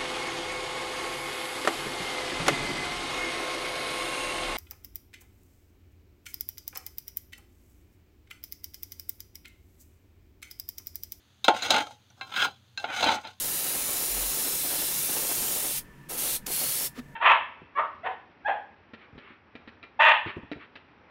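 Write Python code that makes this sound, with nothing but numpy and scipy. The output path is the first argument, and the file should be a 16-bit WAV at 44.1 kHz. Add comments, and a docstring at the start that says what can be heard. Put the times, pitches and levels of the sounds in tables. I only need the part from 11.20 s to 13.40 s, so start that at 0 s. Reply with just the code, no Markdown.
"""Three strokes of a metal spoon in a steel pan of nuts, close by: gritty scrapes, with knocks before or during them.
Each contact is a filtered noise burst plus decaying sine modes of spoon and pan, damped by hand and load.
Scrapes drive such responses with dense stick-slip impulses and nut ticks; single nuts add pitched hits.
Hot fat sizzles faintly as coloured random clicks, over a low stove rumble of coloured noise and a hum."""
import sys
import numpy as np
from scipy import signal
from scipy.fft import rfft, irfft
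from scipy.io import wavfile
from scipy.ndimage import uniform_filter1d

SR = 44100
rng = np.random.default_rng(int(sys.argv[2]) if len(sys.argv) > 2 else 0)


def master_out(mix):
    """Clip the mix to full scale and print it as 16-bit PCM to the path in sys.argv[1]."""
    frames = np.transpose(np.atleast_2d(mix))
    ceiling = np.clip(frames, -1, 1)
    pcm = np.round(ceiling * 32767).astype(np.int16)
    wavfile.write(sys.argv[1], SR, pcm)


N = 97020
TIME = np.arange(N) / SR
RESPONSE_SIZE = 14400  # samples in the response to one contact
HIT_SPAN_S = 0.02  # opening of a hit over which its level is set
DRAGGED_SPOON_DB = -16.5  # ring of the spoon in scrapes and nut hits


def undb(db):
    """Amplitude gain is ten to the power of decibels over twenty."""
    return 10 ** (np.asarray(db) / 20)


def unit(x):
    """Energy normalisation: the squares sum to 1."""
    return x / np.sqrt(np.sum(x ** 2))


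def level(x, db):
    """Root-mean-square normalisation of a full-length sound, in dB re 1."""
    return unit(x) * np.sqrt(N) * undb(db)


def decay(t, t60):
    """Exponential damping: the amplitude falls by 60 dB in t60 seconds."""
    return np.exp(-np.log(1000) * t / t60)


def colour(points, size=4096):
    """Minimum-phase filter taps for (Hz, dB) points, by folding the real cepstrum."""
    hz, db = np.array(sorted(points), float).T
    log_grid = np.log(np.fft.rfftfreq(size, 1 / SR) + 1)
    curve_db = np.interp(log_grid, np.log(hz), db)
    cepstrum = irfft(np.log(undb(curve_db)))
    cepstrum[1:size // 2] *= 2
    cepstrum[size // 2 + 1:] = 0
    return irfft(np.exp(rfft(cepstrum)))[:size // 2]


def shape(x, taps):
    """Linear filtering is convolution with an impulse response."""
    return signal.fftconvolve(x, taps)[:len(x)]


def bands(x):
    """Crossover filtering splits a sound into bass, middle, presence and treble."""
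    # crossover frequencies: hz
    band_edges = [1100, 3000, 5000]
    parts = []
    for hz in band_edges:
        low = signal.butter(5, hz, "low", fs=SR, output="sos")
        high = signal.butter(5, hz, "high", fs=SR, output="sos")
        parts.append(signal.sosfilt(low, x))
        x = signal.sosfilt(high, x)
    return parts + [x]


def add(out, x, start_s):
    """Superposition: mix a sound in at a time."""
    i = int(start_s * SR)
    out[i:i + len(x)] += x[:N - i]


def clicks(per_s, scatter_db):
    """Random point process: impulses of uneven size and random sign, rms 1."""
    chance, size, sign = rng.random(N), rng.standard_normal(N), rng.choice([-1, 1], N)
    happens = chance < per_s / SR
    return level(happens * sign * undb(scatter_db * np.clip(size, -2, 2)), 0)


def stove():
    """Stationary noise through a fixed spectrum gives the rumble; one sine gives the hum."""
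    # spectrum of the rumble: frequency_hz, density_db_per_hz
    stove_colour = [(50, -23.5), (75, -10.5), (120, 1), (148, -19), (190, -8), (370, -22), (2000, -27.5),
                    (6000, -48)]
    rumble_db, hum_hz, hum_db = -64, 92, -69
    rumble = shape(rng.standard_normal(N), colour(stove_colour))
    hum = np.sin(2 * np.pi * hum_hz * TIME)
    return level(rumble, rumble_db) + level(hum, hum_db)


def sizzle():
    """Countless tiny bubbles burst in the fat: a dense random pulse train fuses into coloured noise."""
    # spectrum of the frying fat: frequency_hz, density_db_per_hz
    fat_colour = [(500, -27.5), (1100, -9), (1500, -3.5), (2000, -10), (3500, 1.5), (4500, -4),
                  (5300, -14.5), (6400, -4.5), (7700, -17), (15500, -19)]
    pops_per_s, scatter_db, fat_db = 9000, 2, -68
    return level(shape(clicks(pops_per_s, scatter_db), colour(fat_colour)), fat_db)


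def whiten(x, size=360):
    """Spectral whitening: divide out the broad humps of a noise burst."""
    spectrum = rfft(x, 2 * len(x))
    smooth_power = uniform_filter1d(np.abs(spectrum) ** 2, size)
    return irfft(spectrum / np.sqrt(smooth_power))[:len(x)]


def ring(modes, t):
    """Modal superposition: struck modes are damped sines with a short common rise, energy 1."""
    rise_s = 0.00041
    tones = 0
    for hz, t60, db in modes:
        tones = tones + rng.choice([-1, 1]) * undb(db) * np.sin(2 * np.pi * hz * t) * decay(t, t60)
    return unit(tones * (1 - np.exp(-t / rise_s)))


def clack(hz):
    """Local resonance: the very spot that is hit has a close pair of quickly damped modes."""
    t60_s, split = 0.034, 1.035  # split is the frequency ratio of the pair
    return ring([(hz, t60_s, 0), (hz / split, t60_s / 2, 0)], TIME[:RESPONSE_SIZE])


def contact(place, pan_db, spoon_db):
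    """Impulse response: crowded modes as a noise burst with a duller tail, plus clear pan and spoon modes."""
    # clear modes of the pan: frequency_hz, t60_s, bottom_level_db, wall_level_db
    pan_modes = [(735, 0.21, -2, -24.5), (783.3, 0.15, -5, -6.5), (832.8, 0.14, 6, -34),
                 (884.5, 0.18, 1.5, -25), (1064, 0.27, -10, -8), (1350, 0.14, -24.5, -7),
                 (1425.5, .125, -0.5, -8), (1604, 0.11, -13.5, 3.5), (2116, 0.09, -8, 3.5),
                 (2331, 0.13, -14, -2), (2637, 0.12, -15.5, 0), (3185, 0.24, -10, -11.5),
                 (3780, .09, -4, -4.5), (4055, 0.19, -16, -1)]
    # clear modes of the spoon: frequency_hz, t60_s, level_db
    spoon_modes = [(1572, 0.16, -3), (2690, 0.12, 0.5), (3887, 0.026, 9.5), (4148, 0.078, 6),
                   (5080, 0.11, -12), (6120, 0.05, -9), (7000, .06, -11)]
    # crowded, quickly damped modes at the bottom of the pan: frequency_hz, density_db_per_hz
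    bottom_colour = [(40, -37.5), (90, -15), (145, -21.5), (290, -8.5), (400, -16), (480, -9.5),
                     (650, -8.5), (850, -1), (1000, -19.5), (1170, -16.5), (1450, -3), (1770, -20),
                     (2200, -9), (2450, -15), (3000, -12.5), (4050, -9.5), (4500, -20), (5000, -17),
                     (5600, -27), (6150, -16.5), (6950, -22), (7450, -31.5), (8250, -26), (9800, -34.5),
                     (15000, -39.5)]
    # crowded, quickly damped modes towards the wall: frequency_hz, density_db_per_hz
    wall_colour = [(40, -31), (150, -12), (500, -12.5), (780, -6.5), (1200, -9), (1420, 7), (1590, 6.5),
                   (1750, -17.5), (2300, -6), (2850, -7.5), (3200, -3), (3850, -6), (4400, -21),
                   (5050, -12), (5600, -26.5), (6650, -17), (7350, -34.5), (8250, -22.5), (8900, -33.5),
                   (15000, -33)]
    rise_s, burst_decay_s = 0.002, 0.0044  # time constants
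    tail_db, tail_t60_s, tail_damp_hz = -12, 0.13, 5800

    t, wall = TIME[:RESPONSE_SIZE], np.clip(place, 0, 1)
    burst, tail = rng.standard_normal((2, RESPONSE_SIZE))
    burst = burst * np.exp(-t / burst_decay_s)
    pole = np.exp(-2 * np.pi * tail_damp_hz / SR)
    tail = signal.lfilter([1 - pole], [1, -pole], tail) * decay(t, tail_t60_s)
    crowd = whiten((burst + undb(tail_db) * tail) * (1 - np.exp(-t / rise_s)))

    # place runs from the bottom (0) to the wall (1)
    body = (1 - wall) * colour(bottom_colour) + wall * colour(wall_colour)
    modes = [(hz, t60, (1 - wall) * bottom_db + wall * wall_db) for hz, t60, bottom_db, wall_db in pan_modes]
    return unit(shape(crowd, body)) + undb(pan_db) * ring(modes, t) + undb(spoon_db) * ring(spoon_modes, t)


def nut_hits():
    """Impact excitation: single nuts are flung against the steel, each with its own pitch."""
    # nuts landing: start_s, level_db, pitch_hz
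    nut_table = [(0.43, -33.5, 4000), (0.518, -34.5, 810), (0.581, -29, 838), (0.668, -44.5, 1316),
                 (0.708, -50.5, 886), (0.902, -61, 5990), (1.116, -53.5, 3670), (1.222, -31, 3430),
                 (1.84, -25.5, 4220), (1.868, -37, 1410), (1.912, -40, 2260), (2.072, -44.5, 4120)]
    clack_db, pan_db = -1, -3
    out, span = np.zeros(N), int(HIT_SPAN_S * SR)
    for start_s, db, hz in nut_table:
        hit = contact(0, pan_db, DRAGGED_SPOON_DB) + undb(clack_db) * clack(hz)
        add(out, undb(db) * hit / np.std(hit[:span]), start_s)
    return out


def sway(x):
    """Time-varying resonance: the pan's main mode shifts as spoon and load move over the bottom."""
    # path of the main resonance: time_s, frequency_hz
    resonance_path = [(0.47, 720), (0.56, 970), (0.68, 835), (1.7, 762), (1.83, 740), (1.875, 880)]
    width_hz, lift_db = 65, -3
    path_hz = np.interp(TIME, *np.array(resonance_path).T)
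    turn = np.exp(2j * np.pi * np.cumsum(path_hz) / SR)
    pole = np.exp(-np.pi * width_hz / SR)
    # shift the resonance to 0 Hz, smooth there, shift back
    resonant = turn * signal.lfilter([1 - pole], [1, -pole], x / turn)
    return x + undb(lift_db) * 2 * np.real(resonant)


def scrape(stroke, place, count=6):
    """Stick-slip friction: slips and ticks of pushed nuts excite spots that each ring a little differently."""
    slips_per_s, slip_scatter_db = 1200, 4.5
    nut_ticks_per_s, nut_scatter_db, nut_db = 110, 2.5, 1  # nut level relative to the slips
    pan_db, spot_s, even_span_s = -10.5, 0.031, 0.03
    out = np.zeros(N)
    times, *band_db = np.array(stroke).T
    touching = (TIME > times[0]) & (TIME < times[-1])
    t, forces = TIME[touching], []
    nuts = undb(nut_db) * clicks(nut_ticks_per_s, nut_scatter_db)
    for db in band_db:  # nuts tick in all bands at once; each band has its own fine slips
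        hits = nuts + clicks(slips_per_s, slip_scatter_db)
        # even out the local click energy, so loudness follows the stroke's curve
        local_rms = np.sqrt(uniform_filter1d(hits ** 2, int(even_span_s * SR)))
        hits = hits / local_rms
        forces.append(hits[touching] * undb(np.interp(t, times, db)))
    for spot in range(count):  # the spoon travels round the spots in turn
        here = (t // spot_s) % count == spot
        responses = bands(contact(place, pan_db, DRAGGED_SPOON_DB))
        for force, response in zip(forces, responses):
            add(out, signal.fftconvolve(here * force, unit(response)), times[0])
    return out


def knocks():
    """Impact spectrum depends on the spot: bright with the spoon's edge, dull with its bowl; light spoon, little bass."""
    # knocks on the pan: start_s, bass_db, middle_db, presence_db, treble_db, pan_ring_db, spoon_ring_db,
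    # place (0 bottom - 1 wall), clack_hz, clack_db
    knock_table = [(0.243, -39, -44.5, -29, -32, 2, -10, 0.74, 3720, -2.5),
                   (0.2807, -15.5, -23.5, -27, -35.5, -5, -9, 0, 3484, -5),
                   (0.4221, -39.5, -73, -33.5, -41, -15, 10, 1, 6880, 8),
                   (0.504, -25.5, -34.5, -21.5, -26, -2, -4, 0.1, 4155, -2),
                   (0.541, -26, -29.5, -35.5, -41, 1.5, -17, 0, 1393, 1),
                   (0.562, -32, -28, -58, -36.5, 9, 0, 0, 2850, -4),
                   (1.0104, -42.5, -42, -42.5, -54.5, 7.5, -1, 1, 2640, -12),
                   (1.162, -63, -33, -36.5, -46.5, -3, -27, 0.53, 3820, -5),
                   (1.251, -32.5, -48.5, -53, -58, -6.5, -19, 0.5, 1036, -1),
                   (1.575, -51.5, -36.5, -39, -42.5, -17, 11.5, 0.39, 2693, 3),
                   (1.6407, -32, -35.5, -43.5, -74, -5.5, -14, 0.07, 685, -3.5),
                   (1.8266, -29, -49, -32, -40, 5, 6, 0.24, 750, 3),
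                   (1.89, -26.5, -34.5, -39, -48, 12, 13, 0.13, 2215, 12)]
    low_cut_hz = 284
    out, span = np.zeros(N), int(HIT_SPAN_S * SR)
    light = signal.butter(3, low_cut_hz, "high", fs=SR, output="sos")
    for start_s, *band_db, pan_db, spoon_db, place, clack_hz, clack_db in knock_table:
        blow = contact(place, pan_db, spoon_db) + undb(clack_db) * clack(clack_hz)
        parts = bands(signal.sosfilt(light, blow))
        knock = sum(undb(db) * part / np.std(part[:span]) for db, part in zip(band_db, parts))
        add(out, knock, start_s)
    return out


def scene():
    """Superposition of spoon, nuts and pan over fat and stove; the second stroke runs up the wall."""
    # spoon dragged over the steel, one list a stroke: time_s, bass_db, middle_db, presence_db, treble_db
    stroke_tables = [
        [(0.334, -29.5, -39.5, -43.5, -52.5), (0.375, -49, -43, -46.5, -45), (0.405, -57, -46.5, -51, -57),
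         (0.432, -42, -33, -36, -36), (0.485, -39, -40.5, -42, -49.5), (0.54, -29, -29.5, -30, -45.5),
         (0.612, -37.5, -34, -45, -44.5), (0.64, -53, -90, -61, -63), (0.73, -59.5, -69, -61, -61.5),
         (0.77, -84.5, -79, -81.5, -80)],
        [(0.965, -62, -77, -79, -70.5), (1.105, -55.5, -54, -58, -60), (1.122, -50, -43.5, -44.5, -56.5),
         (1.17, -40, -28.5, -38, -41.5), (1.21, -43, -25, -33, -40.5), (1.252, -41, -29.5, -34.5, -36.5),
         (1.27, -41, -60, -90, -77), (1.30, -54.5, -78, -57, -61), (1.36, -79.5, -75.5, -66, -80)],
        [(1.59, -52.5, -59, -45, -54), (1.665, -48, -51, -72, -64.5), (1.695, -42, -35.5, -65, -58),
         (1.755, -48.5, -34, -46, -43.5), (1.815, -32.5, -33, -34.5, -40.5), (1.868, -28, -28, -31, -43),
         (1.95, -35, -34.5, -37, -41), (1.976, -42, -41, -69, -76), (2.01, -69, -67, -76, -58),
         (2.05, -45.5, -44, -45, -65), (2.1, -59.5, -58.5, -58, -61.5), (2.14, -80, -83, -62.5, -80)],
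    ]
    places = (0, 1, 0)  # bottom, wall, bottom
    stirring = sum(scrape(stroke, place) for stroke, place in zip(stroke_tables, places))
    return (knocks() + nut_hits() + sway(stirring) + sizzle() + stove())[None]


def record(dry):
    """Band limiting: a high-pass thins the deep bass and a steep low-pass cuts the top."""
    low_cut_hz, top_hz = 38, 15700
    thin = signal.sosfilt(signal.butter(3, low_cut_hz, "high", fs=SR, output="sos"), dry)
    return signal.sosfilt(signal.ellip(10, 0.2, 80, top_hz, fs=SR, output="sos"), thin)


dry = scene()
out = record(dry)
master_out(out)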